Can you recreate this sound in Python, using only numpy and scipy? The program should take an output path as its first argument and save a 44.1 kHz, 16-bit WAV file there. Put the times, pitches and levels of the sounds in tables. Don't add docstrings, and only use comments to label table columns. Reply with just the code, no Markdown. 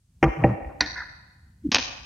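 import sys
import numpy as np
from scipy import signal
from scipy.fft import rfft, irfft
from scipy.io import wavfile
from scipy.ndimage import uniform_filter1d, minimum_filter1d

SR = 44100
rng = np.random.default_rng(int(sys.argv[2]) if len(sys.argv) > 2 else 0)


def pcm_store(signal):
    levels = np.round(np.clip(np.atleast_2d(signal), -1, 1) * 32767)
    wavfile.write(sys.argv[1], SR, levels.astype(np.int16).T)


N = 90404
T = np.arange(N) / SR
GRAIN_DB, CLATTER_GRAIN_DB = 2.5, 3.5


def amp(db):
    return 10 ** (np.asarray(db) / 20)


def fade(t60):
    return np.exp(-np.log(1000) * T / t60)


def add(track, start_s, sound):
    i = int(start_s * SR)
    track[i:] += sound[:N - i]


def along(points, hz):
    point_hz, value = np.array(points, float).T
    return np.interp(np.log(hz + 1), np.log(point_hz), value)


def tint(x, points):
    magnitude = amp(along(points, np.fft.rfftfreq(N, 1 / SR)))
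    cepstrum = irfft(np.log(magnitude), N)
    cepstrum[1:N // 2] *= 2
    cepstrum[N // 2 + 1:] = 0
    return irfft(rfft(x) * np.exp(rfft(cepstrum)), N)


def soften(x, hz, order=2):
    return signal.sosfilt(signal.butter(order, min(hz, SR / 2 - 1), fs=SR, output="sos"), x + 1e-18)


def low_cut(x, hz):
    return signal.sosfilt(signal.butter(2, hz, "high", fs=SR, output="sos"), x + 1e-18)


def noise(points):
    x = tint(rng.standard_normal(N), points)
    return x / x.std()


def burst(points, shape, grain_db=GRAIN_DB, size=16384, count=6):
    grain_s = 0.00082
    grid = np.arange(0, T[-1], grain_s)
    unevenness = np.interp(T, grid, rng.standard_normal(len(grid)))
    clumps = (shape * amp(grain_db * unevenness))[:size]
    x = rng.standard_normal(size) * clumps
    for _ in range(count):
        x = irfft(np.exp(1j * np.angle(rfft(x))))
        local_rms = np.sqrt(np.abs(uniform_filter1d(x ** 2, size=40)) + 1e-18)
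        x = x * clumps / local_rms
    x = tint(np.pad(x, (0, N - size)), points)
    return x * np.sqrt(np.sum(shape ** 2) / np.sum(x ** 2))


def ring(modes):
    out = np.zeros(N)
    for k, (hz, db, t60) in enumerate(modes):
        out += (-1) ** k * amp(db) * fade(t60) * np.sin(2 * np.pi * hz * T)
    return out


def rumble():
    # (frequency [Hz], level [dB])
    rumble_colour = [(25, -18), (50, -3), (75, 0), (140, -6.5), (210, -14.5), (450, -37.5), (1500, -50)]
    # (time [s], level above the base [dB])
    swell = [(0, -13), (.15, -2.5), (.35, 8), (.6, 3), (.9, 7), (1.2, -0.5), (1.58, 0.5), (1.86, 7.5),
             (2.05, 1.5)]
    base_db = -55.5
    return amp(base_db + np.interp(T, *np.array(swell).T)) * noise(rumble_colour)


def hiss():
    # (frequency [Hz], level [dB])
    hiss_colour = [(300, -3), (2000, -2), (9000, 5), (13000, -7), (16000, -14)]
    return amp(-77) * noise(hiss_colour)


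def hall(x):
    # (centre [Hz], level [dB], t60 [s])
    bands = [(60, -38, 1.0), (149, -37, 1.6), (366.7, -17.5, 1), (790, -12, 1.12), (2033, -13.5, 1.04),
             (4500, -16, 0.99), (7000, -14, 0.6)]
    predelay_s, bloom_s = 0.05, 0.054
    reflections_per_s, thicken_s = 250, 0.3
    density = reflections_per_s * (1 + (T / thicken_s) ** 2) / SR
    signs = np.sign(rng.standard_normal(N))
    reflections = signs * (rng.random(N) < density) / np.sqrt(density)
    spectrum = rfft(reflections)
    hz, response = np.fft.rfftfreq(N, 1 / SR), np.zeros(N)
    for k, (_, db, t60) in enumerate(bands):
        share = along([(row[0], j == k) for j, row in enumerate(bands)], hz)
        shape = fade(t60) * np.minimum(T / bloom_s, 1)
        band = irfft(spectrum * share, N) * shape / np.linalg.norm(shape)
        add(response, predelay_s, amp(db) * band)
    return signal.fftconvolve(x, response)[:N]


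def echoes(x, side, thin_hz=500):
    # (delay [s], ...)
    delays = [(.0553, .0628, .067, .0755, .091, .1073, .125), (.052, .0708, .0803, .0912, .101, .122)]
    start_db, fall_db_per_s = -14, 103
    out, thin = np.zeros(N), low_cut(x, thin_hz)
    for delay in delays[side]:
        add(out, delay, amp(start_db - fall_db_per_s * delay) * thin)
    return out


def air(x):
    # (frequency [Hz], level [dB])
    air_colour = [(3000, -1), (7500, -4), (10000, -11), (15000, -8.5)]
    envelope = np.abs(uniform_filter1d(np.abs(signal.hilbert(x)), size=1500))
    return noise(air_colour) * amp(-58.5) * np.sqrt(envelope)


def overload_clicks():
    # (time [s], level [dB])
    clicks = [(.2397, -26.5), (.443, -33.5), (0.8091, -24.5), (1.7458, -17)]
    out = np.zeros(N)
    for s, db in clicks:
        out[int(s * SR)] += amp(db)
    return out


def thuds(waver=0.057):
    # (time of the top [s], level [dB], frequency [Hz],
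    # rise to the top from 1/e [s], fall from the top to 1/e [s])
    pushes = [(0.278, -19, 53, 0.02, 0.029), (0.257, -16, 132, 0.019, 0.022),
              (0.386, -27, 147.8, 0.011, 0.067), (0.432, -23.5, 117.6, 0.035, 0.01),
              (0.458, -27.5, 65.5, 0.013, 0.05), (0.501, -19, 126.5, 0.035, 0.036),
              (0.547, -25.5, 121, 0.0074, 0.0083), (.446, -25.5, 277, 0.0036, 0.018),
              (.51, -26.5, 199.4, 0.024, 0.032), (.628, -34.5, 68, 0.013, 0.007),
              (0.67, -29, 56.7, 0.012, 0.02), (0.831, -37, 61.4, 0.0085, 0.036),
              (.832, -34.5, 291, 0.028, 0.027), (0.989, -43.5, 69.2, .04, 0.048),
              (1.44, -45.5, 75, 0.016, 0.028), (1.662, -18, 312, 0.012, 0.009),
              (1.691, -18, 224.3, 0.0025, 0.0029), (1.674, -33.5, 214, 0.03, 0.024),
              (1.672, -35, 70, 0.032, 0.028), (1.72, -27, 233.8, 0.0042, 0.0086),
              (1.758, -33.5, 73, 0.023, 0.0072), (1.792, -32.5, 255, 0.014, 0.015),
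              (2.011, -43.5, 59, 0.011, 0.03045)]
    out = np.zeros(N)
    for s, db, hz, rise, fall in pushes:
        drift = uniform_filter1d(rng.standard_normal(N), size=400)
        turns = np.cumsum(hz * (1 + waver * drift / drift.std())) / SR
        swell = np.exp(-((T - s) / np.where(T < s, rise, fall)) ** 2)
        turns_from_top = turns - np.interp(s, T, turns)
        out += amp(db) * swell * np.cos(2 * np.pi * turns_from_top)
    return out


def card():
    # (time [s], level [dB], time to fall by 30 dB [s], ring of the card [Hz])
    catches = [(.957, -32.5, 0.13, 1744), (0.962, -34, 0.021, 1690), (0.9778, -24.5, 0.016, 1720),
               (.989, -33.5, 0.1, 1684), (1.004, -28.5, 0.04, 1670), (1.018, -28, 0.014, 1469)]
    # (multiple of the ring frequency, level [dB])
    scrape_colour = [(.12, -21), (.42, -32), (.57, 6.5), (.7, -17.5), (.83, 8), (1., 14), (1.22, 7.5),
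                     (1.36, -31.5), (2, -35), (2.6, -7.5), (4, -33)]
    ring_db = -9
    out = np.zeros(N)
    for s, db, length, hz in catches:
        t60 = 2 * length
        colour = [(hz * multiple, gain) for multiple, gain in scrape_colour]
        scrape = burst(colour, fade(t60), CLATTER_GRAIN_DB)
        add(out, s, amp(db) * (scrape + ring([(hz, ring_db, t60)])))
    return out


def pillar():
    # (time [s], level [dB], t60 of the burst [s], roll-off [Hz])
    clacks = [(1.7164, -18, 0.068, 8931), (1.7239, -21, 0.062, 8060), (1.736, -25, 0.21, 7000),
              (1.7452, -4.5, 0.016, 8900), (1.747, -9, 0.016, 7000), (1.7549, -11.5, 0.028, 5860),
              (1.7611, -14, 0.041, 4900), (1.7668, -15.5, 0.036, 1790), (1.783, -16.5, 0.028, 5150),
              (1.792, -25, 0.056, 4900), (1.827, -21.5, 0.0094, 5000), (1.839, -45, 0.013, 8000)]
    # (frequency [Hz], level [dB])
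    clack_colour = [(88, -43), (150, -11.5), (312, -5.5), (439, -11.5), (499, -3), (637, -10), (1110, -3),
                    (1300, -10.5), (1690, -3.5), (2190, -8), (2500, -3), (3460, -4), (4700, -3.5),
                    (6100, -5.5), (6620, -5), (7300, -32), (9490, -76), (16100, -120)]
    # (frequency [Hz], relative level [dB], t60 [s])
    pillar_modes = [(1840, -15.5, .015), (2481, -5, 0.025), (2860, -19, 0.023)]
    out, body = np.zeros(N), amp(-2.5) * ring(pillar_modes)
    for s, db, t60, hz in clacks:
        clatter = burst(clack_colour, fade(t60), CLATTER_GRAIN_DB, count=2)
        add(out, s, amp(db) * soften(clatter + body, hz))
    return out


def snap():
    # (time [s], level [dB])
    snaps = [(0.8056, -15.5), (0.808, -4.5), (0.8097, -8.5), (0.8127, -16)]
    # (frequency [Hz], level [dB], t60 [s])
    joined_modes = [(795, -27.5, 0.013), (1000, -22.5, .05), (1474, -20.5, .08), (2003, -21, .04),
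                    (2475, -30.5, 0.087)]
    # (frequency [Hz], level [dB])
    crack_colour = [(200, -23.5), (600, -11.5), (900, -5), (1350, -23.5), (1480, 7.5), (1650, -4.5),
                    (2030, 7.5), (2280, -25), (2500, -5.5), (2680, -23.5), (3400, -30.5), (3620, -10),
                    (3860, 2.5), (4020, -3.5), (4300, 2.5), (4700, 0), (5050, -12.5), (5400, -19.5),
                    (5780, -1), (6100, -18), (7200, -29.5)]
    settle_colour = [(150, 0), (300, 0), (500, -6.5), (850, 1.5), (1200, -11.5), (1800, 7), (3000, -15.5),
                     (4400, -4), (7000, -21)]
    crack_t60_s, settle_db, settle_t60_s = 0.0097, -23.5, 0.21
    out, power = np.zeros(N), np.zeros(N)
    start = min(s for s, _ in snaps)
    for s, db in snaps:
        add(power, s - start, (amp(db) * fade(crack_t60_s)) ** 2)
    add(out, start, burst(crack_colour, np.sqrt(power)))
    settling = amp(settle_db) * burst(settle_colour, fade(settle_t60_s))
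    add(out, snaps[1][0], ring(joined_modes) + settling)
    return out


def slab(body_top_hz=3100):
    # (time [s], level
    # [dB], roll-off of the contact [Hz], place struck [0 edge to 1 face])
    knocks = [(0.2273, -0.5, 3010, 0.088), (0.2387, -4.5, 3000, 0.052), (0.4375, -14, 3493, 0.82),
              (.4418, 1.5, 927, 0.75), (.624, -37.5, 1500, 1), (.646, -36, 5038, 0.73)]
    # (frequency [Hz], t60 [s], level struck on the edge [dB], on the face [dB])
    slab_modes = [(130.9, 0.19, -17.5, -11.5), (184.4, 0.14, -24, -13.5), (327.4, 0.14, -9.5, -16.5),
                  (447, 0.087, -19, -19), (506.8, 0.11, -20.5, -16.5), (579, 0.12, -19.5, -12),
                  (790, 0.086, -13.5, -6.5), (796, 1, -43, -35.5), (912, 0.078, -18.5, -36),
                  (983, .07, -22, -30), (1172, 0.081, -18, -36), (1623, .05, -21.5, -43),
                  (1895.5, 0.06, -16, -4), (1900, .7, -49, -44.5), (2124, 0.045, -19, -12.5),
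                  (2410, 0.037, -18, -7), (2715, 0.023, -19.5, -12)]
    # (frequency [Hz], level struck on the edge [dB], on the face [dB])
    rattle_colour = [(59.6, -4, -5), (290, -4.5, 14), (785, -4.5, -3.5), (1430, 1, -8), (2570, -14, -4.5),
                     (3140, -6, -19.5), (3750, -41, -36), (4867, -25, -44.5), (5412, -8, -34.5),
                     (6700, -9, -34.5), (7300, -39.5, -44)]
    # (time of the top [s], level [dB], half length to 1/e [s])
    rubs = [(0.268, -24.5, 0.022), (0.433, -37, 0.029), (0.478, -29, 0.045), (0.707, -40.5, 0.015)]
    # (frequency [Hz], level [dB])
    rub_colour = [(60, -7.5), (180, 1), (300, 5.5), (400, -3), (560, -5.5), (800, -4.5), (1100, -5.5),
                  (1500, -17), (2600, -24), (3300, -48.5)]
    rattle_db, rattle_t60_s = -16, 0.051
    pressure = sum(amp(db) * np.exp(-((T - s) / half) ** 2) for s, db, half in rubs)
    out = noise(rub_colour) * pressure
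    for s, db, hz, place in knocks:
        modes = [(f, edge + place * (face - edge), t60) for f, t60, edge, face in slab_modes]
        colour = [(f, edge + place * (face - edge)) for f, edge, face in rattle_colour]
        body = soften(ring(modes), body_top_hz, order=8)
        rattle = amp(rattle_db) * burst(colour, fade(rattle_t60_s))
        add(out, s, amp(db) * soften(body + rattle, hz))
    return out


def scene():
    contacts = slab() + thuds() + snap() + card() + pillar()
    close = soften(contacts, 6580, order=14)
    centre = close + air(close) + overload_clicks() + rumble()
    return np.array([centre + hall(close) + echoes(close, side) + hiss() for side in range(2)])


def record(dry):
    low_cut_hz, ceiling, roll_off_hz, top_hz = 26, 0.71, 14300, 16000
    x = low_cut(dry, low_cut_hz)
    gain = np.minimum(1, ceiling / (np.abs(x).max(axis=0) + 1e-9))
    x = x * uniform_filter1d(minimum_filter1d(gain, size=7), size=7)
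    steep_top = signal.ellip(8, .2, 70, top_hz, fs=SR, output="sos")
    return signal.sosfilt(steep_top, soften(x, roll_off_hz))


dry = scene()
out = record(dry)
pcm_store(out)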